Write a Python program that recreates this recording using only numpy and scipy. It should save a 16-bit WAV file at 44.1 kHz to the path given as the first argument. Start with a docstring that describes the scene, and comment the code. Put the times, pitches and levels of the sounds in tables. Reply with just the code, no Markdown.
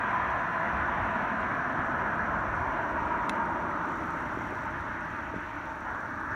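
"""Cars cross a bridge over a river, heard outdoors from some way off.
From the start, coloured noise makes the tyre rush, low drone, wind rumble and hiss; faint ticks run along.
One car's tyres sing in fuzzy bands of noise that sink in pitch as it passes at about 3 s.
Just after, a sharp tick rings close by in fading tones; then the tyre roar swells briefly around 1.2 kHz.
Soft handling bumps, short pulses of a low tone, follow at about 4.4 and 5.3 s as the traffic thins."""
import sys
import numpy as np
from scipy import signal
from scipy.fft import irfft
from scipy.io import wavfile
from scipy.ndimage import uniform_filter1d

SR = 44100
rng = np.random.default_rng(int(sys.argv[2]) if len(sys.argv) > 2 else 0)


def unload_wav(signal):
    """Save mono or channel-first audio to the path in sys.argv[1] as 16-bit WAV at rate SR, clipped to [-1, 1]."""
    wavfile.write(
        sys.argv[1],
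        SR,
        np.round(np.clip(np.atleast_2d(signal).T, -1, 1) * 32767).astype(np.int16),
    )


N = 280035  # length in samples, about 6.35 s
FRAME_S = np.arange(N // 256 + 9) * 256 / SR  # times at which the noise spectra may change
BIN_HZ = np.fft.rfftfreq(2048, 1 / SR)  # frequencies at which they are shaped


def from_db(db):
    """Turns decibels into a gain."""
    return 10 ** (np.asarray(db) / 20)


def unit(x):
    """Scales to rms 1."""
    return x / np.sqrt(np.mean(x ** 2) + 1e-20)


def curve(rows, axis=1):
    """Reads one column of a time table at every frame, with straight lines between rows."""
    rows = np.asarray(rows, float)
    return np.interp(FRAME_S, rows[:, 0], rows[:, axis])[:, None]


def colour(points):
    """Turns a colour table into a gain per bin, joined on a log-frequency axis."""
    hz, db = np.transpose(points)
    return from_db(np.interp(np.log(BIN_HZ + 1), np.log(hz), db))


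def patches(seconds, span_hz):
    """Random unevenness over time and frequency, rms 1."""
    field = rng.standard_normal((len(FRAME_S), len(BIN_HZ)))
    field = uniform_filter1d(field, max(1, round(seconds / FRAME_S[1])), 0)
    field = uniform_filter1d(field, max(1, round(span_hz / BIN_HZ[1])), 1)
    return unit(field)


def waver(seconds):
    """Slow random changes shared by all frequencies, rms 1."""
    size = max(1, round(seconds / FRAME_S[1]))
    smooth = uniform_filter1d(rng.standard_normal(len(FRAME_S)), size)
    return unit(uniform_filter1d(smooth, size))[:, None]


def hump(hz, width):
    """A resonance with steep skirts, as gain per bin."""
    return (1 + ((BIN_HZ - hz) / width) ** 2) ** -1.5


def noise(shape, level_db):
    """Noise with a moving spectrum: each frame's shape is scaled to rms 1, then set to the level."""
    size = 2 * (len(BIN_HZ) - 1)
    hop = round(FRAME_S[1] * SR)
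    white = rng.standard_normal(len(FRAME_S) * hop)
    spectra = signal.stft(white, nperseg=size, noverlap=size - hop)[2].T[:len(FRAME_S)]
    shape_rms = np.sqrt(np.mean(shape ** 2, axis=-1, keepdims=True))
    gain = shape / shape_rms * from_db(level_db)
    return signal.istft((spectra * gain).T, nperseg=size, noverlap=size - hop)[1][:N]


def add(mix, s, sound):
    """Mixes a sound in at a time in seconds."""
    part = mix[round(s * SR):][:len(sound)]
    part += sound[:len(part)]


def tyre_rush(gain_db=1.74, patchy_db=1.1, streak_db=1., surge_db=0.2,
              body_hz=1300, edge_from_hz=1700, edge_full_hz=2300):
    """Air pumped from many treads: its brightness shifts as cars come closer and draw away."""
    # loudness of the traffic, before the gain: t/s, level/dB
    rush_levels = [(0.0, -33), (0.58, -33.8), (0.76, -32), (1.15, -33), (1.7, -33.5), (2.05, -33),
                   (2.38, -33), (2.52, -35), (3.0, -34.5), (3.3, -35), (3.8, -35), (4.4, -37.5),
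                   (5.2, -38.5), (5.3, -40.5), (5.8, -41.5), (5.9, -36.5), (6.1, -39), (6.35, -36.5)]
    # basic tone colour: f/Hz, relative level per Hz/dB
    rush_tone = [(300, -19.5), (480, -11.5), (600, -7), (760, -5.5), (880, 0), (1080, -0.5), (1200, -0.5),
                 (1450, 1.5), (1620, -.5), (1850, -5.5), (2100, -12), (3000, -26.5), (4000, -38),
                 (5000, -55), (9000, -82)]
    # changing colour of the passing cars: t/s, tilt of the body/dB per octave, upper edge/dB
    approach = [(0, 0, 3.5), (.75, 0.5, 1), (1.1, 1, 1.5), (2.3, 1.5, -3.5), (2.7, -2.5, 2),
                (3.15, -3, 2.5), (4.2, -2, 3), (5, 2.5, 0.5), (5.65, 0.5, 5), (5.95, -3, -1.5),
                (6.35, 7, -7)]
    body_octaves = np.log2(np.clip(BIN_HZ, body_hz / 2, edge_from_hz) / body_hz)
    upper = np.clip((BIN_HZ - edge_from_hz) / (edge_full_hz - edge_from_hz), 0, 1)
    tilt_db = body_octaves * curve(approach) + upper * curve(approach, axis=2)
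    shape = colour(rush_tone) * from_db(tilt_db + midrange_swell())
    # moving air gives short wide patches; shifting reflections give long narrow streaks
    uneven_db = patchy_db * patches(0.065, 300) + streak_db * patches(.4, 90)
    return noise(shape * from_db(uneven_db), curve(rush_levels) + gain_db + surge_db * waver(.04))


def passing(lag_s=0, closest_s=3.05, pass_time_s=1.56):
    """The singing car on a straight road: nearness (1 when closest) and heading (+1 coming, -1 going)."""
    # pass_time_s: how long the car takes to cover its closest distance from the microphone
    along = (closest_s + lag_s - FRAME_S[:, None]) / pass_time_s
    nearness = 1 / (1 + along ** 2)
    heading = along / np.sqrt(1 + along ** 2)
    return nearness, heading


def tyre_song(gain_db=0.5, flutter_db=1.4, octave_ratio=2.04, overtone=5.17, overtone_db=-11, hum_spread=1.25):
    """The tread pattern drums on the road: fuzzy partials that sink together by Doppler shift."""
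    # loudness of the whine, before gain and flutter: t/s, level/dB
    whine_levels = [(0, -41.5), (.25, -34), (.95, -38.5), (1.22, -36), (1.65, -46), (2.02, -36),
                    (2.3, -45.5), (2.62, -35), (2.9, -38.5), (3.2, -34.5), (3.8, -42), (4, -46.5),
                    (5.7, -46), (6.35, -51)]
    tread_rate_hz = 318.2  # tread blocks meeting the road
    speed_m_per_s, sound_m_per_s = 20.8, 343
    # band widths: far off, closest, and a part added while coming and taken off while going
    width_far_hz, width_near_hz, width_ahead_hz = 38, 75, 6.5
    hum_far_db, hum_near_db = -52., -43.
    hum_lag_s = 0.45  # the first partial is loudest just behind the car
    octave_db, octave_ahead_db, octave_near_db = -48., 5.5, 5  # the second is thrown forward

    near, heading = passing()
    pitch = tread_rate_hz / (1 - heading * speed_m_per_s / sound_m_per_s)
    width = width_far_hz + (width_near_hz - width_far_hz) * near + width_ahead_hz * heading
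    hum_width = hum_spread * width  # the two lowest partials are fuzzier

    hum_near = passing(hum_lag_s)[0]
    hum = noise(hump(pitch, hum_width), hum_far_db + (hum_near_db - hum_far_db) * hum_near)
    octave_level = octave_db + octave_ahead_db * heading + octave_near_db * near
    octave = noise(hump(octave_ratio * pitch, hum_width), octave_level)
    whine_shape = hump(3 * pitch, width) + from_db(overtone_db) * hump(overtone * pitch, width)
    whine = noise(whine_shape, curve(whine_levels) + gain_db + flutter_db * patches(0.096, 80))
    return hum + octave + whine


def drone(gain_db=1.73, patchy_db=1.5, waver_db=0.6):
    """Engines and the bridge deck blend into a dull, uneven drone."""
    # loudness, before the gain: t/s, level/dB
    drone_levels = [(0, -45.5), (.6, -45), (.9, -42.5), (1.8, -42), (2.5, -44.5), (3.7, -45), (5.3, -49),
                    (5.6, -55), (6.35, -46)]
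    # tone colour: f/Hz, relative level per Hz/dB
    drone_tone = [(60, -25.5), (110, -6), (165, -0.5), (245, 1.5), (320, -6), (420, -11.5), (520, -14),
                  (800, -41.5), (2000, -67)]
    shape = colour(drone_tone) * from_db(patchy_db * patches(0.45, 45))
    return noise(shape, curve(drone_levels) + gain_db + waver_db * waver(.06))


def rumble(gain_db=-0.45, calm_db=-47.5, calm_fall_db_per_s=0.2):
    """Wind at the microphone: a deep rumble that lifts with each small gust."""
    # gusts, before the gain: t/s, peak level/dB, half length/s
    gusts = [(.31, -48, .07), (.78, -41, .06), (0.953, -38, 0.11), (1.46, -44.5, 0.065), (1.9, -44, .14),
             (2.374, -40, 0.11), (2.575, -36.5, 0.081), (3.016, -41.5, .07), (4.55, -46, .35),
             (6.328, -47, .05)]
    # tone colour: f/Hz, relative level per Hz/dB
    rumble_tone = [(12, -41), (25, -25), (38, -6), (52, 2.5), (85, -1.5), (115, -0.5), (170, -16.5),
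                   (400, -36), (1500, -81.5)]
    t = FRAME_S[:, None]
    power = from_db(calm_db - calm_fall_db_per_s * t) ** 2  # the rumble between gusts
    for s, db, half_s in gusts:
        power = power + from_db(db) ** 2 * np.exp(-((t - s) / half_s) ** 2)
    return noise(colour(rumble_tone), 10 * np.log10(power) + gain_db)


def hiss(patchy_db=1.25):
    """A faint, nearly steady hiss, mostly above the traffic in pitch."""
    # loudness: t/s, level/dB
    hiss_levels = [(0, -66), (3.75, -66), (3.95, -64.5), (4.45, -64.5), (4.75, -66), (6.35, -66)]
    # tone colour: f/Hz, relative level per Hz/dB
    hiss_tone = [(1500, -17.5), (3600, -0.5), (4500, -4), (5000, -9.5), (5500, -1), (5900, 3.5),
                 (6400, -4.5), (7000, -8), (7600, -14), (9500, -12.5), (10400, -18.5), (11500, -17),
                 (15700, -17.5)]
    return noise(colour(hiss_tone), curve(hiss_levels) + patchy_db * patches(.03, 2000))


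def ticking(level_db=-41.0, spread_db=-1.3, jitter_s=0.00065, burst_s=.0004):
    """Faint electrical ticking: tiny fading noise bursts, almost evenly spaced, through a filter."""
    # one row a train of ticks: start/s, end/s, rate/ticks per s
    trains = [(.0062, 6.35, 20), (3.8728, 4.67, 60)]
    # filter for the bursts: f/Hz, gain/dB
    ticking_tone = [(2500, -11.5), (4500, -1), (5200, -10), (7000, 3.5), (9300, -2.5), (10400, -12),
                    (12500, -6.5), (15700, -9.5)]
    t, out = np.arange(SR // 300) / SR, np.zeros(N)
    times = np.concatenate([np.arange(start, end, 1 / rate) for start, end, rate in trains])
    for s in times:
        late, size, *burst = rng.standard_normal(len(t) + 2)
        burst = burst * np.exp(-t / burst_s)
        gain = from_db(level_db + spread_db * size)
        add(out, max(s + jitter_s * late, 0), gain * burst / np.linalg.norm(burst))
    return signal.oaconvolve(out, np.fft.fftshift(irfft(colour(ticking_tone))), "same")


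def tick(gain_db=-4.0, crack_db=-5.0, crack_t60=.008, swell_cycles=1.0, scatter_db=-11.0, scatter_t60=.06):
    """A small hard thing snaps near the microphone; nearby surfaces scatter it briefly."""
    # small hard ticks, the loudest a snap with its rebound, before the gain: t/s, level/dB
    tick_times = [(1.5505, -54), (3.2945, -29.5), (3.2968, -41), (3.8565, -55), (5.9465, -57)]
    # what the tick rings with: f/Hz, level/dB, time to fade by 60 dB/s
    modes = [(1450, 14, 0.018), (2010, 9, 0.017), (2655, 2, 0.024), (3200, 0.5, 0.017), (3630, 2, 0.022),
             (4020, -2, 0.018), (4580, -9.5, 0.023), (5400, -6.5, 0.015), (5920, -7, .012),
             (6770, -2, 0.0077), (7150, -2, 0.011), (8600, -3, 0.0058), (9000, -7.5, 0.0047),
             (9400, -6.5, .014), (11100, -9, .005), (12400, -9, .004), (14300, -13, .004)]
    t = np.arange(SR // 10) / SR
    crack = signal.lfilter([.5], [1, -.5], rng.standard_normal(len(t)))  # softened noise
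    snap = crack * from_db(crack_db - 60 * t / crack_t60)
    for hz, db, t60 in modes:
        swell = 1 - np.exp(-(hz * t / swell_cycles) ** 2)  # high modes speak first, the body follows
        ring = np.sin(2 * np.pi * (hz * t + rng.random()))
        snap = snap + swell * from_db(db - 60 * t / t60) * ring
    scatter = rng.standard_normal(len(t)) * from_db(-60 * t / scatter_t60)
    scattered = signal.fftconvolve(snap, scatter / np.linalg.norm(scatter))[:len(t)]
    snap = snap + from_db(scatter_db) * scattered
    out = np.zeros(N)
    for s, db in tick_times:
        add(out, s, from_db(db + gain_db) * snap)
    return out


def midrange_swell(peak_s=3.78, length_s=0.53, centre_hz=1230, width_hz=300, lift_db=6.0):
    """The roar swells around 1.2 kHz for a moment: dB over time and frequency."""
    moment = np.exp(-((FRAME_S[:, None] - peak_s) / length_s) ** 2)
    return lift_db * moment * hump(centre_hz, width_hz)


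def bumps(length_s=0.002):
    """The hand shifts on the housing: dull pushes, each a short pulse of a low tone."""
    # soft bumps of the hand: t/s, level/dB, f/Hz
    pushes = [(4.374, -26.5, 330), (4.525, -28, 380), (5.342, -27.5, 400), (5.364, -25.5, 230),
              (5.374, -33, 130), (5.385, -31, 260)]
    t, out = np.arange(-SR // 50, SR // 50) / SR, np.zeros(N)
    for s, db, hz in pushes:
        push = np.exp(-(t / length_s) ** 2) * np.sin(2 * np.pi * hz * t)
        add(out, s + t[0], from_db(db) * push)
    return out


def scene():
    """Traffic, air and the near small sounds in one channel."""
    traffic = tyre_rush() + tyre_song() + drone()
    air = rumble() + hiss()
    small_sounds = ticking() + tick() + bumps()
    return (traffic + air + small_sounds)[None]


def record(dry, low_cut_hz=36, edge_hz=15780):
    """The microphone sheds the deepest bass; then a steep filter removes all above the upper edge."""
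    bass_cut = signal.butter(3, low_cut_hz, "highpass", fs=SR, output="sos")
    thinned = signal.sosfilt(bass_cut, dry)
    band_limit = signal.firwin(801, edge_hz, window=("kaiser", 9), fs=SR)
    return signal.oaconvolve(thinned, band_limit[None], "same")


dry = scene()
out = record(dry)
unload_wav(out)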